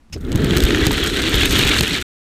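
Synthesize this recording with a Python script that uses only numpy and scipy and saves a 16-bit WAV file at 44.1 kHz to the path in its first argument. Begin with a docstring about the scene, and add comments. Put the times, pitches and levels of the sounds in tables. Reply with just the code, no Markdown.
"""Toy cars on a plastic track

Indoors, close up, with the microphone riding on a car beside them. A short scuff starts the run.
Hard little wheels roar and clack on the plastic, the carriage rumbles and rocks, and the hollow
under the track drones. Loose axles rattle and bumps in the track knock. The sound stops abruptly."""
import sys
import numpy as np
from scipy import signal
from scipy.fft import rfft, irfft, next_fast_len
from scipy.io import wavfile
from scipy.ndimage import map_coordinates

SR = 44100
rng = np.random.default_rng(int(sys.argv[2]) if len(sys.argv) > 2 else 0)


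def generate_wav(sig):
    """Save sig (samples, or channels by samples) to the path in sys.argv[1] as 16-bit PCM at SR."""
    pcm = np.round(np.clip(np.atleast_2d(sig).T, -1, 1) * 32767).astype(np.int16)
    wavfile.write(sys.argv[1], SR, pcm)


N = 101429

# Loudness along the run. Each row: time in seconds, relative level in dB.
ROCKING_LEVELS = [(0.09, -67), (0.132, -26), (0.206, -28.5), (0.234, -25.5), (0.346, -24), (0.576, -20),
                  (0.656, -19), (0.678, -25), (0.918, -18), (0.976, -24.5), (1.292, -27), (1.368, -20),
                  (1.448, -26), (1.506, -17.5), (1.56, -20.5), (1.828, -25.5), (1.86, -36.5), (2.01, -31)]  # slow rocking of the car under the microphone
RUMBLE_LEVELS = [(0.1, -45.5), (0.162, -36), (0.434, -18), (0.85, -29), (0.876, -18.5), (0.95, -34),
                 (0.998, -26), (1.11, -33), (1.578, -22.5), (1.78, -30), (1.812, -24), (1.866, -33),
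                 (1.918, -24), (2.01, -36.5)]  # low rumble of its carriage
DRONE_LEVELS = [(0.14, -57), (0.166, -28), (0.196, -44.5), (0.284, -27.5), (0.426, -20), (0.826, -20),
                (0.848, -25.5), (0.916, -21), (0.946, -28), (1.004, -21.5), (1.102, -26.5), (1.18, -23),
                (1.806, -24), (1.9, -31.5), (1.936, -25.5), (2.01, -34)]  # the hollow under the track
ROAR_LEVELS = [(0.27, -39), (0.362, -33), (0.376, -30), (0.576, -21.5), (0.58, -27), (0.84, -21),
               (0.878, -22.5), (0.902, -32.5), (0.908, -23.5), (1.098, -23.5), (1.108, -29.5), (1.162, -22),
               (1.298, -21), (1.312, -26), (1.326, -21), (1.458, -18.5), (1.488, -26.5), (1.526, -19),
               (1.61, -17.5), (1.634, -17.5), (1.654, -24), (1.688, -17.5), (1.794, -19.5), (1.8, -30),
               (1.81, -20.5), (1.82, -30), (1.838, -24.5), (1.96, -22.5), (2.004, -29.5), (2.02, -29.5)]  # wheels on plastic
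CHATTER_LEVELS = [(.16, -58), (.31, -59), (.4, -49), (.5, -43.5), (.76, -39.5), (1.1, -35.5), (1.29, -36),
                  (1.51, -29.5), (1.7, -33), (1.79, -30.5), (1.82, -33.5), (1.9, -35.5), (2.02, -40.5)]  # loose axles

# Tone of each source at the microphone. Each row: frequency in Hz, relative level in dB.
ROOM_SPECTRUM = [(25, 5.5), (100, -4), (170, -13), (250, -0.5), (400, -19.5), (1000, -21), (10000, -38.5),
                 (16000, -53.5)]
ROCKING_SPECTRUM = [(10, -30), (25, -11.5), (45, -6.5), (72, -6), (100, -11), (160, -23.5), (400, -69.5)]
RUMBLE_SPECTRUM = [(40, -17.5), (80, -2.5), (120, -2), (160, -2.5), (210, -4.5), (280, -12), (600, -52)]
DRONE_SPECTRUM = [(100, -28.5), (215, -6), (270, 0.5), (320, 1), (365, -1.5), (415, -2), (480, -9),
                  (600, -19), (1000, -32), (2500, -66)]
SCUFF_SPECTRUM = [(300, -9), (1200, -4.5), (2700, 3.5), (4300, -2), (4850, 0), (5150, 14), (5600, 0.5),
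                  (6800, 0.5), (8500, -11.5), (14000, -17), (16000, -42.5)]
TRACK_SPECTRUM = [(300, -30), (600, -9.5), (900, -12.5), (1130, -11), (1340, -4), (1750, -1.5), (2200, -3),
                  (2700, -2.5), (3300, 0.5), (4100, -3), (4900, -14), (7000, -14.5), (9000, -22.5),
                  (10000, -26.5), (15000, -30), (16000, -60)]  # the plastic strip, struck by wheels
CHATTER_SPECTRUM = [(1000, -13.5), (4000, -1), (5200, 2.5), (7500, -1), (9000, 0), (9900, -6.5),
                    (13000, -7.5), (14300, -15.5), (15200, -14.5), (16000, -44.5)]
CLICK_SPECTRUM = [(300, -19.5), (1000, -3.5), (2000, -2), (4000, 1.5), (5200, -1), (7500, -3), (9000, -6),
                  (10000, -10), (14000, -21), (16000, -44.5)]
PING_SPECTRUM = [(7000, -29), (10000, -7), (11900, -1.5), (12900, -6), (13900, 6), (15200, -12),
                 (16000, -28)]  # the highest ring of the axles
KNOCK_SPECTRUM = [(200, -9.5), (500, 0), (900, -4.5), (1500, -2), (2200, -6), (4000, -3), (7000, -19.5),
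                  (16000, -52)]

# Ringing of the car body. Each row: frequency in Hz, width in Hz, gain in dB.
BODY_MODES = [(6700, 160, -1), (8030, 230, 2), (11830, 520, -1.5), (14200, 400, -9.5)]
# Axles hitting the body. Each row: start in seconds, relative levels of click and ping in dB.
AXLE_CLICKS = [(0.2108, -38, -52), (0.3186, -18.5, -50), (0.327, -21, -53), (0.3576, -16, -27),
               (0.376, -26, -48), (0.4445, -15.5, -35), (0.5666, -16, -24), (0.5714, -8.5, -19),
               (0.5822, -13, -36), (0.604, -11, -29), (0.624, -15, -32), (0.637, -11, -22),
               (0.6519, -15, -29), (0.8671, -6, -22), (0.9163, -15, -26), (0.9298, -12.5, -28.5),
               (0.9714, -21, -30), (1.003, -20, -39), (1.0394, -21, -25), (1.062, -10, -32),
               (1.2201, -15.5, -30), (1.2942, -18, -30), (1.3428, -19.5, -25.5), (1.3552, -15.5, -23),
               (1.4073, -14, -32.5), (1.4566, -10, -22), (1.5154, -18, -26.5), (1.526, -14.5, -26),
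               (1.5865, -22, -22), (1.5913, -15, -24), (1.6127, -19, -32), (1.649, -21, -28.5),
               (1.6753, -10.5, -26), (1.6824, -14, -33), (1.6944, -12, -31), (1.7404, -14, -35.5),
               (1.8083, -7.5, -24), (1.8333, -12, -29), (1.8786, -14, -33), (1.9624, -18, -33.5),
               (2.0144, -18.5, -31.5)]
# Bumps in the track. Each row: start in seconds, swing level in dB, pitch in Hz, knock level in dB.
TRACK_BUMPS = [(0.163, -13, 300, -40), (.351, -2, 128, -29), (0.361, -1, 125, -30), (0.441, -1.5, 222, -35),
               (0.5098, -9, 215, -33), (0.5674, -2, 161, -21), (.582, -10, 150, -21), (0.637, -2, 48, -25),
               (0.87, -2.5, 106, -17.5), (0.909, -10, 152, -22), (1.3418, -11, 170, -15),
               (1.491, -13, 48, -28.5), (1.591, -13.5, 200, -17), (1.649, -13, 160, -18),
               (1.808, -5.5, 135, -14.5), (1.833, -12.5, 180, -14.5)]
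# Hard wheel strikes. Each row: start in seconds, relative level in dB, pitch in Hz.
WHEEL_CLACKS = [(.1735, -35, 1290), (.2495, -26.5, 3270), (.5085, -8, 3270), (.6045, -11, 3400),
                (.6642, -12, 3180), (.6675, -10, 3700), (.7065, -4, 1860), (0.7472, -4, 1820),
                (.8525, -8, 3070), (.9085, -7.5, 905), (1.171, -8.5, 3030), (1.3425, -5, 3690),
                (1.4333, -3.5, 2510), (1.5605, -4, 3300), (1.6354, -3, 3840), (1.7195, -9, 3540),
                (1.765, -7.5, 1720), (1.7875, -4.5, 4330)]

START_S, SPIN_UP_S, STOP_S = 0.16, 0.43, 2.025  # wheels set off, their time constant, the cut


def amp(db):
    return 10 ** (np.asarray(db) / 20)


def unit(x):
    return x / np.sqrt(np.mean(x ** 2) + 1e-20)


def clock():
    return np.arange(N) / SR


def fade(t, t60):
    """Exponential decay, 60 dB down after t60 seconds."""
    return np.exp(-np.log(1000) * np.maximum(t, 0) / t60)


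def level(rows):
    """Gain from (s, dB) points, silent before the first."""
    times, db = np.transpose(rows)
    return amp(np.interp(clock(), times, db, left=-120))


def wobble(per_s):
    """A smooth random curve through per_s knots a second."""
    return map_coordinates(rng.standard_normal(4096), [clock() * per_s], mode='wrap')


def colour(x, spectrum, modes=()):
    """Causal filter of unit power through (Hz, dB) points, with resonances on top."""
    size = 2 * next_fast_len(N)
    freqs = np.fft.rfftfreq(size, 1 / SR)
    hz, db = np.transpose(spectrum)
    gain = amp(np.interp(np.log(freqs + 1), np.log(hz + 1), db))
    gain *= 1 + sum(amp(peak) / (1 + (2 * (freqs - mid) / width) ** 2) for mid, width, peak in modes)
    cepstrum = irfft(np.log(np.maximum(unit(gain), 1e-6)))
    cepstrum[1:size // 2] *= 2  # minimum phase: nothing rings ahead of its strike
    cepstrum[size // 2 + 1:] = 0
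    return irfft(rfft(x, size) * np.exp(rfft(cepstrum)))[:N]


def noise(spectrum):
    """Steady coloured noise of unit power."""
    return unit(colour(rng.standard_normal(N), spectrum))


def contacts(per_s, spread_db):
    """Random impulses of log-normal size."""
    size = amp(spread_db * np.clip(rng.standard_normal(N), -2, 2))
    return size * (rng.random(N) < per_s / SR)


def bursts(strikes, t60):
    """Every strike starts a burst of noise, 60 dB down after t60 seconds."""
    power = signal.lfilter([1], [1, -amp(-120 / (t60 * SR))], strikes ** 2)
    return np.sqrt(power) * rng.standard_normal(N)


def carriage():
    """The car under the microphone rocks; small jolts rumble in it and the hollow track drones."""
    jolts = contacts(per_s=970, spread_db=3) * rng.choice([-1, 1], N)
    rumble = level(RUMBLE_LEVELS) * unit(colour(jolts, RUMBLE_SPECTRUM))
    drone = level(DRONE_LEVELS) * noise(DRONE_SPECTRUM)
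    rocking = level(ROCKING_LEVELS) * noise(ROCKING_SPECTRUM)
    return amp(-0.5) * (rocking + rumble) + amp(0.5) * drone


def scuff():
    """A brief plastic scuff as the cars set off."""
    start_s, rise_s, length_s = 0.1238, 0.0057, 0.017
    t = clock() - start_s
    shape = np.clip(t / rise_s, 0, 1) * fade(t - length_s, t60=0.057)
    return amp(-31) * shape * noise(SCUFF_SPECTRUM)


def track_rings(per_s=760, low_hz=903, high_hz=4680):
    """Short damped tones at random pitches: the strip answers differently at every spot."""
    draws = rng.random((int(per_s * N / SR), 3))
    when, pitch, size = draws.T[:, :, None]
    age = np.arange(2048)  # samples
    hz = low_hz + (high_hz - low_hz) * pitch
    strength = amp(2.5 * np.minimum(-np.log(size), 3))
    tones = strength * np.sin(2 * np.pi * hz * age / SR) * fade(age / SR, t60=0.03)
    positions = (when * N).astype(int) + age
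    return np.bincount(positions.ravel(), tones.ravel(), N)[:N]


def wheels(dull_hz=1510, creep_db=-14):
    """Dense tiny contacts of wheels on plastic, dull and faint until the cars gather speed."""
    grains = contacts(per_s=2600, spread_db=5) * rng.choice([-1, 1], N)
    roar = unit(colour(grains, TRACK_SPECTRUM))
    roar += amp(-2) * unit(colour(track_rings(), TRACK_SPECTRUM))
    roar *= amp(1.26 * wobble(per_s=99))  # uneven wheel load
    speed = 1 - np.exp(-np.maximum(clock() - START_S, 0) / SPIN_UP_S)
    dull = signal.filtfilt(*signal.butter(2, dull_hz, fs=SR), roar)
    first_creep = (START_S, ROAR_LEVELS[0][1] + creep_db)
    loudness = level([first_creep, *ROAR_LEVELS])
    return loudness * unit(speed * roar + 2 * (1 - speed) * dull)


def axles():
    """Loose axles chatter and tick, and now and then click hard against the body."""
    chatter = unit(bursts(contacts(per_s=240, spread_db=5.5), t60=0.024))
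    ticks = amp(-5.5) * unit(bursts(contacts(per_s=58, spread_db=4), t60=0.007))
    rattle = level(CHATTER_LEVELS) * colour(chatter + ticks, CHATTER_SPECTRUM, BODY_MODES)
    click_strikes, ping_strikes = np.zeros(N), np.zeros(N)
    for start, click_db, ping_db in AXLE_CLICKS:
        click_strikes[round(start * SR)] = amp(click_db - 4)
        ping_strikes[round(start * SR)] = amp(ping_db + 2.5)
    clicks = colour(bursts(click_strikes, t60=0.014), CLICK_SPECTRUM, BODY_MODES)
    pings = colour(bursts(ping_strikes, t60=0.014), PING_SPECTRUM)
    return amp(-0.5) * rattle + clicks + pings


def bumps(cycles=4, rise_s=0.0006):
    """Each bump is a dry knock that gives the carriage a few heavily damped swings."""
    swings, strikes = np.zeros(N), np.zeros(N)
    for start, swing_db, hz, knock_db in TRACK_BUMPS:
        t = np.maximum(clock() - start, 0)
        shape = (1 - np.exp(-t / rise_s)) * fade(t, t60=cycles / hz)
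        swings += amp(swing_db) * shape * np.sin(2 * np.pi * hz * t)
        strikes[round(start * SR)] = amp(knock_db)
    return swings + colour(bursts(strikes, t60=0.025), KNOCK_SPECTRUM)


def clacks():
    """A wheel strikes the track hard: a crack and one short plastic note."""
    notes, strikes = np.zeros(N), np.zeros(N)
    for start, db, hz in WHEEL_CLACKS:
        t = np.maximum(clock() - start, 0)
        notes += 0.5 * amp(db) * np.sin(2 * np.pi * hz * t) * fade(t, t60=0.022)
        strikes[round(start * SR)] = amp(db - 7.5)
    return notes + colour(bursts(strikes, t60=0.012), TRACK_SPECTRUM)


def scene():
    """The run heard in mono from the moving car, over quiet room tone."""
    room = amp(-50.5) * noise(ROOM_SPECTRUM)
    return (wheels() + clacks() + axles() + carriage() + bumps() + scuff() + room)[None]


def record(dry, ceiling=0.9, top_hz=15900, edge_hz=500):
    """Peaks are rounded off, the sound stops dead, and nothing passes above the band limit."""
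    rounded = dry / (1 + np.abs(dry / ceiling) ** 6) ** (1 / 6)
    stopped = rounded * fade(clock() - STOP_S, t60=0.0035)
    size = 2 * next_fast_len(N)
    passband = np.clip((top_hz - np.fft.rfftfreq(size, 1 / SR)) / edge_hz, 0, 1)
    return irfft(rfft(stopped, size) * passband, size)[:, :N]


dry = scene()
out = record(dry)
generate_wav(out)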